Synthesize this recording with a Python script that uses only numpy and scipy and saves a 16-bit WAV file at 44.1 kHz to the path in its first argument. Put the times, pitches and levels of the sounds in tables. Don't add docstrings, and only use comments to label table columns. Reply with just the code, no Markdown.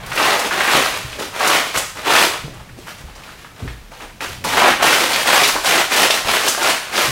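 import sys
import numpy as np
from scipy import signal
from scipy.fft import rfft, irfft, next_fast_len
from scipy.io import wavfile
from scipy.ndimage import map_coordinates

SR = 44100
rng = np.random.default_rng(int(sys.argv[2]) if len(sys.argv) > 2 else 0)


def volts(x):
    e = np.asarray(x, float) / 20
    return 10 ** e


def output_pcm(signal):
    pcm = np.clip(np.atleast_2d(signal).T, -1, 1) * 32767
    wavfile.write(sys.argv[1], SR, np.round(pcm).astype(np.int16))


N = 313806


def unit(x):
    return x / np.sqrt(np.mean(x ** 2) + 1e-20)


def along(points, hz):
    f, v = np.transpose(points)
    return np.interp(np.log(hz + 1e-9), np.log(f), v)


def curves(rows):
    s, *cols = np.transpose(rows)
    return [np.interp(np.arange(N) / SR, s, c) for c in cols]


def wobble(rate):
    points = rng.standard_normal(int(N * 200 / SR) + 4)
    return map_coordinates(points, [np.arange(N) * rate / SR])


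def noise(spectrum):
    hz = np.fft.rfftfreq(N, 1 / SR)
    inside = (hz > spectrum[0][0] / 2) * (hz < spectrum[-1][0] * 2)
    gain = volts(along(spectrum, hz)) * inside
    return unit(irfft(rfft(rng.standard_normal(N)) * gain, N))


def filtered(x, response):
    m = next_fast_len(N + SR // 2)
    hz = np.fft.rfftfreq(m, 1 / SR)
    return irfft(rfft(x, m) * response(hz), m)[..., :N]


def resonance(f, hz, width):
    return 1j * f * width / (hz * hz - f * f + 1j * f * width)


# time in seconds, level in dB.
RUMBLE_LEVEL = [(0.0, -36), (.4, -48), (.85, -44), (1.2, -46), (1.45, -49), (2.0, -46.5), (2.6, -43),
                (3.35, -48.5), (3.65, -45), (3.9, -50), (4.45, -37.5), (5.0, -46), (5.6, -45), (6.3, -48),
                (6.7, -48), (7.12, -56)]
# frequency in Hz, relative strength in dB per Hz.
RUMBLE_SPECTRUM = [(20, -0.5), (40, 2), (90, 3.5), (170, -1), (300, -13.5), (500, -19)]
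# frequency in Hz, relative strength in dB per Hz.
HISS_SPECTRUM = [(200, -0.5), (1000, -9), (3000, -11.5), (6400, -17), (16000, -24)]


def background():
    rumble_db, = curves(RUMBLE_LEVEL)
    rumble = volts(rumble_db + 1.2 * wobble(1.54)) * noise(RUMBLE_SPECTRUM)
    return rumble + volts(-46) * noise(HISS_SPECTRUM)


# start in seconds, rise in seconds, hold in seconds, level in dB, tautness in dB.
TUGS = [(0.0, 0.0017, 0.12, -33, -2), (0.065, 0.068, .06, -27, 1.5), (.15, 0.082, 0.045, -12, -0.5),
        (0.269, 0.025, .04, -14, 0), (0.325, 0.025, 0.12, -21, 0.5), (0.509, 0.024, 0.14, -18.5, -0.5),
        (0.576, 0.027, 0.042, -25.5, 2), (0.632, 0.07, 0.035, -14.5, 0.5), (0.704, 0.052, 0.027, -11, 0),
        (0.793, 0.024, 0.068, -19.5, 1), (.89, .03, 0.065, -26, 1.5), (0.997, 0.026, 0.13, -34, 1.5),
        (1.178, 0.02, 0.047, -26, 2), (1.317, 0.041, 0.11, -25, 0.5), (1.382, 0.039, 0.059, -15, 0),
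        (1.448, 0.044, 0.089, -12.5, 0), (1.622, .03, 0.077, -28, 1), (1.736, .015, 0.029, -18, 2),
        (1.947, 0.012, 0.11, -29.5, 0), (2.041, 0.076, .06, -11, 0), (2.154, .03, 0.064, -14, 2),
        (2.3, 0.027, 0.017, -27.5, -7), (2.516, 0.038, 0.044, -40.5, -0.5), (2.66, 0.027, 0.037, -49, -1),
        (2.767, 0.016, 0.079, -44, 3), (2.861, .01, 0.036, -36, 3), (2.97, 0.016, 0.03, -41, 2.5),
        (3.06, 0.016, 0.037, -43, 0), (3.143, .02, 0.042, -41.5, 0), (3.216, .03, 0.086, -39.5, 0.5),
        (3.364, 0.016, 0.064, -42.5, 1.5), (3.555, 0.044, 0.11, -38, 0.5), (3.74, .02, 0.066, -53, -6),
        (3.91, .01, 0.079, -39.5, 1), (4, .003, 0.032, -32.5, 0), (4.203, 0.0074, 0.028, -25, 1),
        (4.24, 0.015, 0.081, -35, 2.5), (4.439, .002, 0.067, -21.5, 2.5), (4.485, 0.052, 0.047, -16.5, 0.5),
        (4.564, .01, 0.065, -12, -1.5), (4.635, 0.032, 0.041, -11.5, -1), (4.79, 0.023, 0.022, -17.5, -4),
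        (4.816, 0.014, 0.1, -11.5, 1), (4.906, 0.031, 0.11, -14.5, 1.5), (5.075, 0.039, 0.095, -17, 2),
        (5.238, 0.056, 0.13, -11.5, 1), (5.415, .02, 0.062, -21.5, 6), (5.517, 0.027, 0.077, -28, 2.5),
        (5.633, 0.038, 0.025, -13, 2), (5.687, 0.025, 0.085, -12.5, 1), (5.897, 0.037, 0.032, -11.5, 2),
        (5.963, 0.034, 0.049, -12.5, 2), (6.107, .01, 0.045, -23, 4.5), (6.16, .02, .03, -28, -6),
        (6.242, 0.057, 0.061, -14, 1), (6.363, 0.036, 0.079, -18.5, 1.5), (6.444, .02, .04, -22.5, 5),
        (6.565, .03, 0.03, -20, 0.5), (6.605, 0.056, 0.046, -11.5, 1), (6.787, 0.044, 0.095, -29.5, 0.5),
        (6.915, .04, 0.044, -17, 1.5), (6.975, 0.027, 0.072, -16, 2)]
# offset from the tug in dB, dB per dB of tautness, extra dB per second as the tug goes on.
SIZES = [(0, -0.61, -11.5), (-3.5, 0.53, -4), (-8.5, 2.15, 2), (-24.5, 3.5, -15)]
# time of the peak in seconds, peak level in dB.
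FLAPS = [(.22, -16), (.47, -22), (.77, -14.5), (1.07, -52), (1.21, -20), (1.51, -24), (2.1, -18),
         (2.25, -19.5), (2.48, -27.5), (2.8, -36), (3.65, -25), (4.02, -31), (4.28, -31), (4.475, -20.5),
         (4.7, -15), (4.84, -18), (5.03, -18.5), (5.27, -31), (5.55, -31), (5.75, -17.5), (5.94, -21),
         (6.28, -37), (6.46, -19), (6.64, -19), (6.96, -22)]


def tugs():
    rise_db = 14
    let_go_db_per_s, flap_up_db_per_s, flap_down_db_per_s = 225, 320, 303
    power, taut = np.full((len(SIZES), N), 1e-9), np.zeros(N)
    since_start = np.arange(SR // 2) / SR
    offset_db, per_taut, gain_db_per_s = np.transpose(SIZES)[:, :, None]
    for s, rise, hold, db, taut_db in TUGS:
        i = round(s * SR)
        u = since_start[:N - i]
        climb_db = rise_db * np.log10(np.clip(u / (rise + .002), 1e-3, 1))
        fall_db = let_go_db_per_s * np.clip(u - (rise + hold), 0, None)
        shape_db = db + climb_db - fall_db
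        each = volts(shape_db + offset_db + per_taut * taut_db + gain_db_per_s * u) ** 2
        power[:, i:i + len(u)] += each
        taut[i:i + len(u)] += taut_db * each[1]
    t = np.arange(N) / SR
    for s, db in FLAPS:
        away_db = np.maximum(flap_up_db_per_s * (s - t), flap_down_db_per_s * (t - s))
        power[3] += volts(db - away_db) ** 2
    return np.sqrt(power), taut / power[1]


def buckling(spectrum, count, size, cycles, spread_db, clump_db, pitch_hz=None):
    when, which, big, way = rng.random((4, count))
    start = (when * N).astype(int)
    hz = spectrum[0][0] * (spectrum[-1][0] / spectrum[0][0]) ** which
    size_db = -spread_db * np.log(big + .01)
    level = volts(along(spectrum, hz) + size_db + clump_db[start])
    level = level * hz * np.sign(way - .5)
    ring_hz = hz if pitch_hz is None else hz * pitch_hz[start]
    turns = ring_hz[:, None] * np.arange(size) / SR
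    fade = np.exp(-turns / cycles) * np.hanning(2 * size)[size:]
    rings = level[:, None] * np.sin(2 * np.pi * turns) * fade
    places = start[:, None] + np.arange(size)
    return unit(np.bincount(places.ravel(), rings.ravel())[:N])


# frequency in Hz, relative strength in dB per Hz.
FOLDS = [(300, -23), (500, -3.5), (700, 0.5), (1200, -0.5), (1800, -4.5), (2500, -14.5)]
# multiple of their moving pitch, relative strength in dB per Hz.
MIDDLE = [(.55, -9), (.8, -4.5), (1, -4), (1.3, -6), (1.9, -14.5)]
# frequency in Hz, relative strength in dB per Hz.
CREASES = [(3500, -4), (5000, -1.5), (8000, -8), (11000, -7.5), (13500, -23), (17000, -12)]
# frequency in Hz, relative strength in dB per Hz.
FLAP = [(150, -22), (260, 18), (400, 9.5), (600, 7.5)]


def sheet():
    (fold_gain, middle_gain, crease_gain, flap_gain), taut_db = tugs()
    taut_hz = 2383 + 67 * taut_db
    clump_db = .7 * wobble(40) + 1.6 * wobble(190)
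    folds = buckling(FOLDS, count=20000, size=200, cycles=0.9, spread_db=1.5, clump_db=clump_db)
    middle = buckling(MIDDLE, count=30000, size=80, cycles=2.5, spread_db=3.0, clump_db=clump_db,
                      pitch_hz=taut_hz)
    creases = buckling(CREASES, count=60000, size=40, cycles=0.98, spread_db=-2.0, clump_db=clump_db)
    flap = buckling(FLAP, count=6000, size=600, cycles=1.3, spread_db=1.5, clump_db=clump_db)
    return fold_gain * folds + middle_gain * middle + crease_gain * creases + flap_gain * flap


# time in seconds, crack level in dB, pitch in Hz, rattle level in dB, fizz level in dB.
SNAPS_AND_TICKS = [(.061, -26, 12000, -36, -31), (0.116, -18, 1500, -15, -46), (.154, -20, 12500, -28, -24),
                   (0.176, -5, 2200, -11, -39), (0.198, 0, 1240, -8, -39), (.393, -8, 681, -18, -15.5),
                   (.468, -11, 5970, -27, -34), (0.509, -16, 1400, -12.5, -43),
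                   (0.605, -1, 1520, -9.5, -38), (.677, -8, 1480, -9.5, -29),
                   (1.128, -18, 2600, -24.5, -39), (1.187, -19, 397, -21.5, -35),
                   (1.209, -8, 515, -29, -38), (1.406, -8, 1020, -9.5, -38), (1.448, -1, 1380, -15, -32),
                   (1.453, -4, 880, -19, -27), (1.474, -5, 890, -24, -10.5), (1.497, -3, 1280, -9, -20),
                   (1.57, -3, 1840, -20, -35), (1.67, -8.5, 610, -28, -38), (1.753, -4, 1130, -24, -44),
                   (1.776, -10, 7500, -13.5, -28), (2.071, -20, 920, -20, -32), (2.345, -8, 1180, -41, -51),
                   (2.541, -36, 8000, -44, -49), (2.599, -30, 832, -34, -54),
                   (2.691, -27, 1850, -36.5, -58), (2.788, -23, 328, -44, -41),
                   (2.871, -18, 1400, -28.5, -46), (2.883, -11, 1400, -31, -44),
                   (3.085, -27, 800, -37, -56), (3.153, -30, 5200, -37, -48), (3.236, -21, 2620, -35, -41),
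                   (3.292, -17, 1420, -40, -49), (3.447, -20, 1380, -31, -56), (3.602, -33, 573, -29, -46),
                   (3.678, -12.5, 1820, -27, -56), (3.916, -33, 730, -30.5, -51),
                   (4.005, -27, 1910, -30, -46), (4.207, -6, 2220, -27, -48), (4.446, -14, 907, -15, -18.5),
                   (4.569, -12, 885, -5.5, -38), (4.825, -21, 856, -6.5, -21), (5.131, -7, 3570, -10, -23),
                   (5.161, 4.5, 2360, -25, -28), (5.269, -11, 804, -17, -19), (5.435, 3, 3200, -7, -20),
                   (5.449, -4, 2920, -9, -23), (5.488, -6, 1320, -11.5, -17), (5.55, -16, 480, -11, -36),
                   (5.564, 0.5, 1050, -15, -33), (5.646, -7.5, 890, -13.5, -17),
                   (5.658, -1, 3060, -12.5, -17), (5.687, -8, 3200, -18, -26), (5.919, -1, 1440, -12, -28),
                   (6.102, 0, 686, -20, -15), (6.107, 10, 3150, -9.5, -18), (6.139, -11, 660, -17, -19),
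                   (6.175, 0, 1970, -18, -24), (6.482, -10, 6500, -10, -26), (6.494, -12, 7960, -16, -30),
                   (6.549, -1, 1450, -24, -22), (6.577, -7, 694, -18, -34), (6.627, -9, 1370, -23, -17),
                   (6.938, -14, 1130, -19.5, -27), (6.958, -8, 4500, -17, -30)]
# frequency in Hz, relative strength in dB per Hz.
FIZZ = [(3500, -7), (5000, 0), (9000, -4), (13000, -12), (17000, -14)]


def snaps_and_ticks():
    rattle_t60_s, fizz_t60_s, attack_s = 0.095, 0.074, .001
    out, t = np.zeros(N + SR), np.arange(SR // 4) / SR
    f = np.fft.rfftfreq(len(t), 1 / SR)
    for s, crack_db, hz, rattle_db, fizz_db in SNAPS_AND_TICKS:
        white = rfft(rng.standard_normal((2, len(t))))
        rattle = unit(irfft(white[0] * resonance(f, hz, 0.7 * hz + 300) ** 2, len(t)))
        fizz = unit(irfft(white[1] * volts(along(FIZZ, f)) * (f > FIZZ[0][0]), len(t)))
        crack = np.sin(2 * np.pi * hz * t) * np.exp(-hz * t / 1.2)
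        dying_rattle = volts(rattle_db - 60 * t / rattle_t60_s) * rattle
        dying_fizz = volts(fizz_db - 60 * t / fizz_t60_s) * fizz
        followers = (1 - np.exp(-t / attack_s)) * (dying_rattle + dying_fizz)
        out[round(s * SR):][:len(t)] += volts(crack_db) * crack + followers
    return out[:N]


# time in seconds, relative level in dB, pitch in Hz that the sinking push is reckoned from.
THUDS = [(0.09, -27, 144), (0.741, -23, 147.5), (1.045, -24, 73.3), (1.751, -23.5, 112), (2.432, -18, 151),
         (2.687, -37, 125), (2.773, -32, 208), (3.0, -34, 118), (3.039, -26.5, 72), (3.111, -34, 44.6),
         (3.584, -37, 153), (3.623, -17.5, 93.5), (3.631, -32, 265), (3.671, -23, 64.6), (3.799, -29.5, 44),
         (4.029, -36, 41), (4.298, -33, 83), (4.447, -27, 165), (5.53, -33, 46), (6.017, -27.5, 170),
         (6.25, -24.5, 74.4), (6.9, -39, 85), (7.039, -31, 75), (7.071, -21, 130), (7.09, -24, 107)]
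# frequency in Hz, width in Hz, relative level in dB.
AIR_MODES = [(35.7, 4.5, 9), (53.2, 5.8, 4), (92.6, 5.7, -12), (120.6, 6.5, 1.5), (149, 8, -3),
             (265, 7.7, -9)]


def thuds():
    thud_t60_s, attack_s = 0.29, 0.0023
    out, t = np.zeros(N + SR), np.arange(SR // 2) / SR
    f = np.fft.rfftfreq(len(t), 1 / SR)
    for s, db, hz in THUDS:
        turns = hz * (.75 * t + 0.296 * 0.068 * (1 - np.exp(-t / 0.06)))
        white = rfft(rng.standard_normal(len(t)))
        puff = unit(irfft(white * resonance(f, 1.07 * hz, 1.4 * hz) ** 2, len(t)))
        push = np.sin(2 * np.pi * turns)
        blow = push + volts(-60 * t / 0.42) * puff
        level = volts(db - 9.5 - 60 * t / thud_t60_s) * (1 - np.exp(-t / attack_s))
        out[round(s * SR):][:len(t)] += level * blow
    blows = out[:N]
    hum = filtered(blows, lambda f: sum(volts(db) * resonance(f, hz, w) for hz, w, db in AIR_MODES))
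    return blows + volts(6.0) * hum


# frequency in Hz, time to fade by 60 dB in seconds.
GARAGE = [(100, 0.06), (400, 0.32), (2000, 0.52), (6000, 0.6), (14000, 0.47)]


def garage(x, size=SR // 32):
    out, fade = np.zeros(N + 2 * SR), np.hanning(2 * size)
    x = np.pad(x, (size, 2 * size))
    for i in range(0, N + size, size):
        hz, t, z = signal.stft(rng.standard_normal(SR // 2), SR, nperseg=256)
        dying = z * volts(-60 * t / along(GARAGE, hz)[:, None])
        tail = signal.istft(dying, SR, nperseg=256)[1]
        answer = signal.fftconvolve(x[i:i + 2 * size] * fade, tail / np.linalg.norm(tail))
        out[i:i + len(answer)] += answer
    return out[size - 150:][:N]


def scene():
    near = volts(-3) * filtered(sheet() + snaps_and_ticks(), lambda f: (1j * f / (150 + 1j * f)) ** 4)
    low = thuds()
    echo = garage(volts(-1.5) * near + volts(-13) * low)
    mono = near + low + echo + background()
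    return np.array([mono, mono])


def band_limit(x):
    return signal.sosfilt(signal.butter(12, 16960, fs=SR, output="sos"), x)


def record(dry):
    held = dry / (1 + np.abs(dry) ** 6) ** (1 / 6)
    mix = filtered(held, lambda hz: hz < 15830)
    return band_limit(mix)


dry = scene()
out = record(dry)
output_pcm(out)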